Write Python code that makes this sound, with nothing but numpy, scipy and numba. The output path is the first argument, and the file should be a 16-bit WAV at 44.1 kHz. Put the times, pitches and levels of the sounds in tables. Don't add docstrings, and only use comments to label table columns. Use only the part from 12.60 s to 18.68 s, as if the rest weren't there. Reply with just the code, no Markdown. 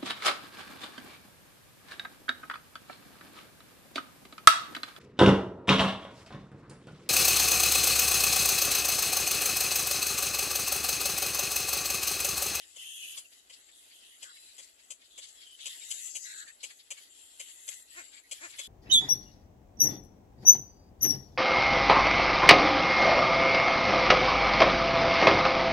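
import sys
import numpy as np
from scipy import signal
from scipy.fft import rfft, irfft, next_fast_len
from scipy.io import wavfile
from scipy.ndimage import uniform_filter1d
from numba import njit

SR = 44100
rng = np.random.default_rng(int(sys.argv[2]) if len(sys.argv) > 2 else 0)


def dump(signal):
    limited = np.clip(np.atleast_2d(signal).T, -1, 1)
    pcm = np.round(limited * 32767).astype(np.int16)
    wavfile.write(sys.argv[1], SR, pcm)


def voltage_ratio(level):
    return 10 ** (np.asarray(level, float) / 20)


N = 267951
HZ = np.fft.rfftfreq(next_fast_len(N + SR // 2), 1 / SR)
PORT_LAG_S = 0.0003204

# (centre [Hz], width [Hz], level [dB])
BEAK_MODES = [(6326, 250, 4.5), (7300, 980, 0.5), (10560, 2140, -4.5)]


def clucks():
    # (time [s], peak [dB], low throat [dB], beak [dB], length [s])
    cluck_rows = [(0.161, -48, -10.5, 5, 0.017), (0.57, -31.5, -30, -8, 0.025),
                  (0.896, -40.5, -18.5, -9.5, 0.018), (1.623, -34.5, -23, -6, 0.02),
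                  (1.98, -38.5, -16.5, -3, 0.028), (2.304, -37, -19, -1, 0.024),
                  (2.579, -38.5, -15, -1.5, 0.021), (3.055, -28, -23.5, -6.5, 0.027),
                  (3.305, -27, -29.5, -1, 0.02), (3.549, -31, -19.5, 1, 0.027),
                  (4.031, -30, -16.5, -4, 0.024), (4.305, -31.5, -13.5, -1, 0.022),
                  (4.7962, -32.5, -16, -3.5, 0.02), (5.078, -31, -18, -2, 0.018),
                  (5.712, -29, -18.5, -5, 0.022), (5.986, -30.5, -12.5, -3.5, 0.022)]
    # (low [Hz], high [Hz])
    throat_hz = [(2280, 3050), (2290, 3320), (2050, 3060), (2220, 3200), (2040, 3320), (2330, 3180),
                 (2140, 3240), (2310, 3060), (2050, 3130), (2320, 3090), (2320, 3080), (2370, 3150),
                 (2160, 3030), (2060, 3260), (2270, 3260), (2270, 3410)]
    # (centre [Hz], width [Hz], level [dB])
    chest_modes = [(536, 100, -0.5), (990, 810, -7.5)]
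    upper_throat_modes = [(3630, 700, -6), (4460, 870, -5)]
    low_width_hz, high_width_hz, high_db = 330, 280, 3.5

    s, peak_db, low_db, beak_db, long = np.transpose(cluck_rows)
    chest_db = -21.5 + 0.62 * (low_db + 18.5) - 0.52 * (peak_db + 33)
    slaps, owner = bursts(s, long, gap_s=.00175, jitter=.11, spread_db=3.5, breath=.1, slow_start=.9)
    slaps = slaps * voltage_ratio(peak_db + 16)[owner]
    parts = [(chest_modes, chest_db + 11), (upper_throat_modes, 0 * s), (BEAK_MODES, beak_db)]
    out = sum(resonate(slaps * voltage_ratio(db)[owner], modes) for modes, db in parts)
    for start, db, (low_hz, high_hz) in zip(s, low_db, throat_hz):
        first = int(start * SR)
        span = slice(first - 8, first + SR // 12)
        throat = [(low_hz, low_width_hz, db + 14.5), (high_hz, high_width_hz, high_db)]
        out[span] += resonate(slaps[span], throat)
    return out


def ticks():
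    # (time [s], peak [dB], low throat [dB], beak [dB], length [s])
    tick_rows = [(0.717, -53.5, -11.5, -20, 0.017), (0.919, -47, -32, 8, 0.025),
                 (1.076, -58.5, -5.5, 10.5, 0.023), (1.294, -57, -6, -22, 0.032),
                 (1.755, -53.5, -8, 5, 0.015), (1.87, -60, -10, -19, 0.039), (2.015, -53, -30, 16, 0.03),
                 (2.185, -60, -4, 14, 0.015), (2.41, -57.5, -3.5, 11.5, 0.011), (2.431, -58, -25, 8, 0.037),
                 (2.611, -45, -20, 10.5, 0.039), (2.656, -54.5, -27, 17, 0.047),
                 (2.796, -51, -16.5, -23, 0.044), (2.987, -46.5, -8.5, 3.5, 0.014),
                 (3.874, -48.5, -4.5, 16.5, 0.011), (3.998, -51.5, -19, -24, 0.014),
                 (4.093, -53, -1, 18.5, 0.018), (4.187, -50.5, -17.5, -28, 0.017),
                 (4.366, -51.5, -2, 14, 0.016), (4.871, -55, -7.5, 18.5, 0.036),
                 (5.099, -51.5, -2, 13, 0.029), (5.515, -54, -6, 11.5, 0.037),
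                 (5.5513, -56, -2.5, 14, 0.038), (5.919, -53.5, 0, -14, 0.035)]
    # (centre [Hz], width [Hz], level [dB])
    low_throat_modes = [(2130, 500, 3)]
    throat_modes = [(3110, 790, -4), (4770, 870, -2.5)]

    s, peak_db, low_db, beak_db, long = np.transpose(tick_rows)
    slaps, owner = bursts(s, long, gap_s=.0022, jitter=.45, spread_db=3, breath=.3, slow_start=0)
    slaps = slaps * voltage_ratio(peak_db + 8.5)[owner]
    parts = [(low_throat_modes, low_db + 5), (throat_modes, 0 * s), (BEAK_MODES, beak_db - 19.5)]
    return sum(resonate(slaps * voltage_ratio(db)[owner], modes) for modes, db in parts)


def bursts(start, length, gap_s, jitter, spread_db, breath, slow_start):
    chance = rng.standard_normal((len(start), 40, 2))
    air, out, owner = rng.standard_normal(N), np.zeros(N), np.zeros(N, int)
    slowing = 1 + slow_start * np.exp(-np.arange(40) / 2)
    for k, (s, long) in enumerate(zip(start, length)):
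        after = np.cumsum(gap_s * slowing * np.exp(jitter * chance[k, :, 0]))
        after -= after[0]
        swell = np.clip((after + .004) / .0065, 0, 1) * np.exp(-.6 * (after / long) ** 2)
        strength = swell * voltage_ratio(spread_db * chance[k, :, 1])
        within = after < long
        at = np.round((s + after[within]) * SR).astype(int)
        out[at] += strength[within]
        span = slice(at[0], at[0] + int(long * SR))
        out[span] += breath * air[span] * np.hamming(span.stop - span.start) ** .5
        owner[at[0]:] = k
    return out, owner


def resonate(x, modes):
    out = 0
    for k, (hz, width, db) in enumerate(modes):
        r = np.exp(-np.pi * max(width, 20) / SR)
        poles = [1, -2 * r * np.cos(2 * np.pi * hz / SR), r * r]
        ring = signal.lfilter([1, 0, -1], poles, x + 1e-18)
        out = out + (-1) ** k * voltage_ratio(db) * (1 - r * r) / 2 * ring
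    return out


def croaks():
    # (time [s], pitch [Hz], level [dB])
    croak_courses = [
        [(5.35, 285, -78), (5.366, 322, -63), (5.384, 370, -56), (5.4, 335, -58), (5.413, 280, -65),
         (5.44, 220, -78)],
        [(5.803, 245, -76), (5.818, 290, -61), (5.842, 364, -55), (5.857, 335, -57), (5.87, 280, -64),
         (5.882, 245, -80)],
    ]
    # (centre [Hz], width [Hz], level [dB])
    croak_modes = [(324, 870, -1), (713, 140, 4.5), (1565, 610, 5.5), (2403, 430, 8), (3130, 2000, -7),
                   (7400, 900, 0)]

    out = np.zeros(N)
    t = np.arange(N) / SR
    for rows in croak_courses:
        hz, db = in_time(rows)
        cycles = np.cumsum(hz * (1 + .012 * drift(150))) / SR
        pulses = np.diff(np.floor(cycles), prepend=0)
        uneven = voltage_ratio(db + 35 + 1.1 * rng.standard_normal(N))
        out += pulses * uneven * (t > rows[0][0]) * (t < rows[-1][0])
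    return resonate(out, croak_modes)


def hisses(source):
    # (time [s], length [s], beak [dB], throat against beak [dB], air against beak [dB])
    hiss_rows = [(0, 0.31, -59.5, -10, -8.5), (0.213, 0.21, -53.5, -16.5, -2),
                 (0.451, 0.13, -51.5, -11.5, -2), (0.715, 0.081, -61, -10.5, -7),
                 (0.925, 0.087, -61, -10.5, -9.5), (1.171, 0.47, -63, -13, -5),
                 (1.628, 0.038, -55, -9.5, -11), (1.762, 0.33, -60.5, -11, -6.5),
                 (2.234, 0.12, -63, -15, -11.5), (2.697, 0.18, -59.5, -11.5, -9),
                 (2.928, 0.15, -59, -15, -11), (3.057, 0.21, -50.5, -11, -8),
                 (3.297, 0.18, -41.5, -18.5, -9.5), (3.576, 0.22, -47.5, -21, -11.5),
                 (3.842, 0.085, -67, -17.5, -19), (4.059, 0.013, -51, -12.5, -11),
                 (4.128, 0.053, -60.5, -34, -8), (4.359, 0.08, -57.5, -10.5, -7.5),
                 (4.57, 0.26, -63.5, -10, -4.5), (4.825, 0.38, -58.5, -12.5, -3.5),
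                 (5.092, 0.051, -48.5, -16, -8.5), (5.319, 0.14, -56.5, -11, -7),
                 (5.73, 0.18, -54.5, -9.5, -6), (5.991, .12, -52.5, -9, -5.5)]
    lull_beak_db, lull_throat_db, lull_air_db = -65, -76, -76

    s, long, db, throat, air = np.transpose(hiss_rows)
    power = swells(s, long, rise=235, fall=186.5)
    beak_db = summed_db(power, db, lull_beak_db)
    air_db = summed_db(power, db + air, lull_air_db)
    throat_db = summed_db(power, db + throat, lull_throat_db)
    throb_db = 0.14 * drift(37)
    low_throat = glide(source, np.full(N, 2095), width=490)
    layers = [(band(source, 2500, 5800), throat_db + 8),
              (low_throat, throat_db - 7.5 + 3 * drift(6.4)),
              (band(source, 6290, 8530), beak_db - 4),
              (band(source, 8600, 14300), air_db + 8)]
    return sum(x * voltage_ratio(level_db + throb_db + 1.3 * drift(18)) for x, level_db in layers)


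def colony_calls(source, other):
    # (time [s], length [s], level [dB], start [Hz], end [Hz])
    wheeze_rows = [(0, 0.052, -57.5, 3030, 3130), (1.11, .2, -65, 3690, 3150),
                   (1.321, .26, -61.5, 3220, 2980), (2.5, 0.17, -58, 3640, 3400), (3, .16, -56, 3360, 3470),
                   (3, 0.14, -51.5, 3200, 3150), (4.8, 0.13, -62.5, 3050, 3000),
                   (2.5, 0.035, -64.5, 3100, 3100), (3, 0.23, -64, 3900, 2900),
                   (3.652, 0.19, -53, 4020, 3920), (4, 0.077, -59.5, 4070, 4070),
                   (3.5, .18, -52.5, 6300, 6300), (3.5, 0.24, -58.5, 4900, 5200),
                   (4.5, 0.71, -67, 3100, 3470), (5.33, 0.15, -65, 2866, 2700)]
    whistle_rows = [(.645, .03, -60, 2760, 2720), (1.69, .25, -63, 3960, 4000), (1.7, .2, -68, 4870, 4930),
                    (2.75, .13, -62, 3420, 3170), (2.86, .11, -56.5, 3160, 3040),
                    (3.2, .21, -58, 3730, 3690), (3.41, .06, -63, 1960, 1930)]
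    peep_rows = [(5.972, .045, -52, 3480, 3420), (6.005, .1, -48, 3420, 3380),
                 (6.012, .07, -58, 3050, 3070)]
    squawk_rows = [(0, 0.029, -75, 1960, 1920), (0.21, 0.037, -69, 1960, 1950),
                   (1.647, 0.078, -59.5, 1510, 1414), (3.206, 0.032, -59.5, 2130, 2240),
                   (3.642, 0.11, -55, 1960, 1910), (3.659, .185, -56.5, 1664, 1605),
                   (3.766, .09, -63.5, 1410, 1343), (3.799, .04, -55, 1766, 1597),
                   (3.863, .052, -55, 1810, 1720), (5.115, 0.088, -69, 1875, 1900),
                   (5.311, 0.19, -68, 1780, 2160), (5.769, 0.188, -68, 2270, 2210),
                   (0.567, 0.035, -58.5, 1030, 1012), (1.516, .05, -69, 1910, 1900),
                   (5.632, 0.054, -67.5, 2020, 1930)]
    rasp_rows = [(.175, .385, -52, 2780, 2720), (.155, .05, -55, 3050, 3080), (.19, .16, -48.5, 3030, 3140),
                 (.34, .07, -53, 3300, 3200), (.405, .063, -46, 2950, 2900), (.42, .048, -51, 2710, 2690),
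                 (.47, .095, -50.5, 3000, 3050), (.16, .4, -54.5, 3350, 3300), (.585, .05, -64, 3150, 3000),
                 (3.66, .08, -62, 2690, 2650), (3.755, .06, -64, 2580, 2560), (3.895, .03, -62, 2630, 2610)]
    thin_rows = [(1.092, 0.63, -77.5, 7500, 7540), (1.65, 0.4, -68.5, 7430, 7550),
                 (2.59, 0.81, -74.5, 7470, 7680), (3.093, 0.2, -59.5, 7420, 7600),
                 (3.309, 0.24, -55.5, 7150, 7530), (3.618, 0.35, -65.5, 7660, 7810),
                 (4.489, 0.44, -66.5, 7250, 7540), (4.826, 0.41, -64.5, 7250, 7580),
                 (5.295, 0.32, -63.5, 7770, 7400), (5.767, 0.56, -74.5, 7450, 7770),
                 (0, 0.18, -71, 8150, 8450), (1.12, 0.69, -74, 8400, 8560), (1.7, 0.33, -72.5, 8800, 8750),
                 (4.5, 0.67, -68.5, 8500, 8550)]

    breathy = wheezes(other, wheeze_rows, width=700, overtones_db=0, steady_s=.04, flutter_db=1.5)
    calls = above(breathy, hz=1900)
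    calls += wheezes(other, whistle_rows, width=150, overtones_db=-9, steady_s=.04, flutter_db=1.5)
    calls += wheezes(other, peep_rows, width=80, overtones_db=-9, steady_s=.008, flutter_db=.3)
    squawks = wheezes(source, squawk_rows, width=330, overtones_db=-15, steady_s=.015, flutter_db=.5)
    calls += above(squawks, hz=1200)
    rasps = wheezes(other, rasp_rows, width=210, overtones_db=-8, steady_s=.02, flutter_db=.5)
    calls += above(rasps, hz=2600)
    calls += wheezes(other, thin_rows, width=430, overtones_db=-60, steady_s=.03, flutter_db=1.2)
    return calls


def wheezes(source, rows, width, overtones_db, steady_s, flutter_db):
    edge_s, sag_db = 0.01, -1
    out = np.zeros((2, N))
    for s, long, db, start_hz, end_hz in rows:
        span = slice(int(s * SR), min(int((s + long) * SR), N))
        along = np.linspace(0, 1, span.stop - span.start)
        hz = start_hz + (end_hz - start_hz) * along
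        edges = np.clip(np.minimum(along, 1 - along) * long / edge_s, 0, 1) * voltage_ratio(sag_db * along)
        overtone_db = -12 + overtones_db + 0.39 * (db + 58.5)
        for order, share_db in zip((1, 2, 3), (0, overtone_db, overtone_db)):
            tone = glide(source[:, span], order * hz, order * width)
            power = tone.sum(axis=0) ** 2 + .3 * np.sum(tone ** 2, axis=0)
            even = tone / np.sqrt(uniform_filter1d(power, size=int(steady_s * SR)) + .05)
            out[:, span] += rms_one(even) * voltage_ratio(db + share_db) * edges
    return out * voltage_ratio(flutter_db * drift(18))


def glide(source, hz, width):
    damp = np.exp(-np.pi * width / SR) + 0 * hz
    return rms_one(np.array([moving_resonance(x, 2 * np.pi * hz / SR, damp) for x in source]))


@njit
def moving_resonance(x, turn, r):
    for _ in range(2):
        y = np.zeros(len(x))
        for i in range(2, len(x)):
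            drive = (1 - r[i] ** 2) / 2 * (x[i] - x[i - 2])
            y[i] = drive + 2 * r[i] * np.cos(turn[i]) * y[i - 1] - r[i] ** 2 * y[i - 2]
        x = y
    return x / np.sqrt(1 - r ** 2)


def crowd_rasp(patchy_db):
    common, left, right = [rasp(per_s=1200, spread_db=3, breath=1.1) for _ in range(3)]
    cells = signal.stft(at_ports(common, np.array([left, right])), nperseg=512)[2]
    patches = uniform_filter1d(rng.standard_normal(cells.shape[1:]), size=3, axis=0)
    patches = uniform_filter1d(patches, size=16, axis=1)
    return signal.istft(cells * voltage_ratio(patchy_db * rms_one(patches)), nperseg=512)[1][:, :N]


def rasp(per_s, spread_db, breath):
    struck = rng.random(N) < per_s / SR
    slaps = struck * voltage_ratio(spread_db * rng.standard_normal(N)) * rng.choice([-1, 1], N)
    return rms_one(rms_one(slaps) + breath * rng.standard_normal(N))


def insects(source):
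    return glide(source, np.full(N, 10890), width=330) * voltage_ratio(-71.5 + 2 * drift(3.9))


def far_air():
    # (frequency [Hz], density [dB per Hz])
    rumble_spectrum = [(88, -74), (150, -60), (171, -9), (270, 4), (398, 4), (522, 2), (646, 4.5),
                       (1050, -2.5), (1640, 1.5), (1860, -20.5), (2500, -2), (3250, -27), (5500, -120)]
    # (frequency [Hz], density [dB per Hz])
    wind_spectrum = [(15, -19), (30, -15), (50, -4), (100, -10), (130, -12.5), (170, -30), (300, -32.5)]
    # (time [s], level [dB])
    gust_rows = [
        (0.442, -89),
        (4.15, -92),
        (4.802, -94),
        (5.361, -80.5),
        (5.941, -74.5),
    ]
    rumble_db, calm_db, fade_db_per_s = -76.5, -86.5, 67

    s, gust_db = np.transpose(gust_rows)
    wind_db = summed_db(swells(s, 0 * s, fade_db_per_s, fade_db_per_s), gust_db, calm_db)
    rumble = low_air(rumble_spectrum, rumble_db + 0.47 * (wind_db - calm_db), lumpy_db=2)
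    return rumble + low_air(wind_spectrum, wind_db, lumpy_db=1.5)


def low_air(spectrum, level_db, lumpy_db):
    white = rng.standard_normal((3, N))
    noise = shaped(at_ports(white[0], white[1:]), voltage_ratio(at_hz(spectrum)))
    return rms_one(noise) * voltage_ratio(level_db - 0.84 + lumpy_db * drift(18))


def through_twigs(x, scatter_db, t60, lag_s):
    t = np.arange(SR // 4) / SR
    tail = rng.standard_normal((2, len(t))) * voltage_ratio(-60 * t / t60) * (1 - np.exp(-t / 0.0035))
    tail = signal.sosfilt(signal.butter(1, 2200, "high", fs=SR, output="sos"), tail)
    tail = voltage_ratio(scatter_db) * tail / np.sqrt(np.sum(tail ** 2, axis=1, keepdims=True))
    return shaped(x, lagged(lag_s) + rfft(tail, 2 * len(HZ) - 2))


def at_ports(common, own):
    # (frequency [Hz], share common to both [1])
    likeness = [(60, .92), (200, .75), (500, .65), (1200, .55), (2500, .4), (4500, .15), (9000, .05)]
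    alike = at_hz(likeness)
    return shaped(common, np.sqrt(alike) * lagged(PORT_LAG_S)) + shaped(own, np.sqrt(1 - alike))


def lagged(lag_s):
    return np.exp(-2j * np.pi * HZ * lag_s * np.c_[[0, 1]])


def swells(start, length, rise, fall):
    since = np.arange(0, N, 16) / SR - np.c_[start]
    before, after = np.minimum(since, 0), np.maximum(since - np.c_[length], 0)
    return voltage_ratio(2 * (rise * before - fall * after))


def summed_db(power, level_db, lull_db):
    total = voltage_ratio(2 * np.asarray(level_db)) @ power + voltage_ratio(2 * lull_db)
    return np.interp(np.arange(N) / 16, np.arange(len(total)), 10 * np.log10(total))


def rms_one(x):
    return x / np.sqrt(np.mean(x ** 2) + 1e-20)


def in_time(rows):
    s, *columns = np.transpose(rows)
    return [np.interp(np.arange(N) / SR, s, c) for c in columns]


def at_hz(points):
    hz, value = np.transpose(points)
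    return np.interp(np.log(HZ + 1), np.log(hz), value)


def shaped(x, response):
    size = 2 * len(HZ) - 2
    return irfft(rfft(x, size) * response, size)[..., :N]


def drift(rate):
    r = np.exp(-2 * np.pi * rate / SR)
    return rms_one(signal.lfilter([1], [1, -2 * r, r * r], rng.standard_normal(N + SR))[SR:])


def band(x, low_hz, high_hz):
    return rms_one(signal.sosfilt(signal.butter(2, [low_hz, high_hz], "band", fs=SR, output="sos"), x))


def above(x, hz):
    return signal.sosfilt(signal.butter(6, hz, "high", fs=SR, output="sos"), x)


def scene():
    near = through_twigs(clucks(), scatter_db=-6.5, t60=.09, lag_s=PORT_LAG_S)
    near += through_twigs(croaks(), scatter_db=-4, t60=0.078, lag_s=.00025)
    far = through_twigs(ticks(), scatter_db=10.5, t60=0.079, lag_s=PORT_LAG_S)
    source = crowd_rasp(patchy_db=2.6)
    other = source[:, ::-1].copy()
    floor = far_air()
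    calls = colony_calls(source, other)
    floor += insects(other)
    return near + far + hisses(source) + calls + floor


def thrifty_storage(x, step_db, own_share, tilt_db, size=1024, count=16):
    n, k = np.arange(2 * size), np.arange(size)
    window = np.sin(np.pi * (n + .5) / size / 2)[:, None]
    basis = np.cos(np.pi / size * np.outer(n + (size + 1) / 2, k + .5)) * window
    blocks = np.pad(x, ((0, 0), (size, 2 * size - N % size))).reshape(2, -1, size)
    frames = np.concatenate([blocks[:, :-1], blocks[:, 1:]], axis=2)
    terms = (frames @ basis).reshape(2, -1, size // count, count)
    band_db = 10 * np.log10(np.mean(terms ** 2, axis=3, keepdims=True) + 1e-20)
    loudest_db = band_db.max(axis=2, keepdims=True)
    height = np.linspace(0, 1, size // count)[:, None]

    recent_db = uniform_filter1d(loudest_db, size=7, axis=1, origin=2)
    strain_db = .5 * (recent_db - np.median(recent_db))
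    repaid = .11 * np.arange(terms.shape[1])[:, None, None]
    debt = np.maximum.accumulate(recent_db.max(axis=0) + repaid, axis=0) - repaid
    top = (height > .545) - .4 * (height > .59)
    debt_db = 5.5 * np.clip((debt - debt.max() + 6.5) / 3, 0, 1) * top
    bright_db = uniform_filter1d(band_db[:, :, 18:24].max(axis=(0, 2), keepdims=True), size=5, axis=1)
    valley = (height > .04) * (height < .07)
    debt_db = debt_db + 5 * np.clip((bright_db - bright_db.max() + 11) / 3, 0, 1) * valley

    wobble_db = 5 * uniform_filter1d(rng.standard_normal(band_db.shape), size=3, axis=1)
    base_db = own_share * band_db + (0.5 - own_share) * loudest_db + step_db + tilt_db * height ** 4
    step = voltage_ratio(base_db + wobble_db + strain_db + debt_db)
    coarse = np.sign(terms) * step * np.floor(np.abs(terms) / step + 0.47)
    power = np.mean(frames.reshape(2, len(frames[0]), count, -1) ** 2, axis=3)
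    attack = np.any(power[..., 2:] > 7 * power[..., :-2], axis=(0, 2))
    spared = attack[:, None, None] & (height < .56) & (height > .07) | (height < .03)
    back = np.where(spared, terms, coarse).reshape(2, -1, size) @ basis.T * 2 / size
    return (back[:, :-1, size:] + back[:, 1:, :size]).reshape(2, -1)[:, :N]


def roll_off(x):
    return signal.sosfilt(signal.butter(12, 14450, fs=SR, output="sos"), x)


def record(dry):
    # (frequency [Hz], level [dB])
    left_port = [(2300, 3), (2950, 4), (3600, 2.5), (5500, 4), (6300, 5), (7100, 9), (7750, 12.5),
                 (8150, 6), (9200, 5), (10000, -10.5), (10600, -8.5), (11200, -13.5), (12500, -8.5),
                 (14300, -29.5)]
    right_port = [(2300, 3), (3100, -1), (4000, 1), (5500, -2), (6500, -6.5), (8100, -5), (9100, 5.5),
                  (9600, -3), (10200, 7.5), (10600, -2), (11100, 3.5), (12200, -5.5), (12800, -13),
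                  (14300, -22.5)]

    cepstrum = irfft(np.log(voltage_ratio([at_hz(left_port), at_hz(right_port)])))
    cepstrum[:, 1:len(HZ) - 1] *= 2
    cepstrum[:, len(HZ):] = 0
    ports = shaped(dry, np.exp(rfft(cepstrum)) * (HZ < 14300))
    self_noise = voltage_ratio(-71) * rng.standard_normal((2, N))
    ports = ports + shaped(self_noise, (HZ > 9000) * (HZ < 14300))
    stored = thrifty_storage(ports, step_db=-8, own_share=.65, tilt_db=34)
    return roll_off(stored)


dry = scene()
out = record(dry)
dump(out)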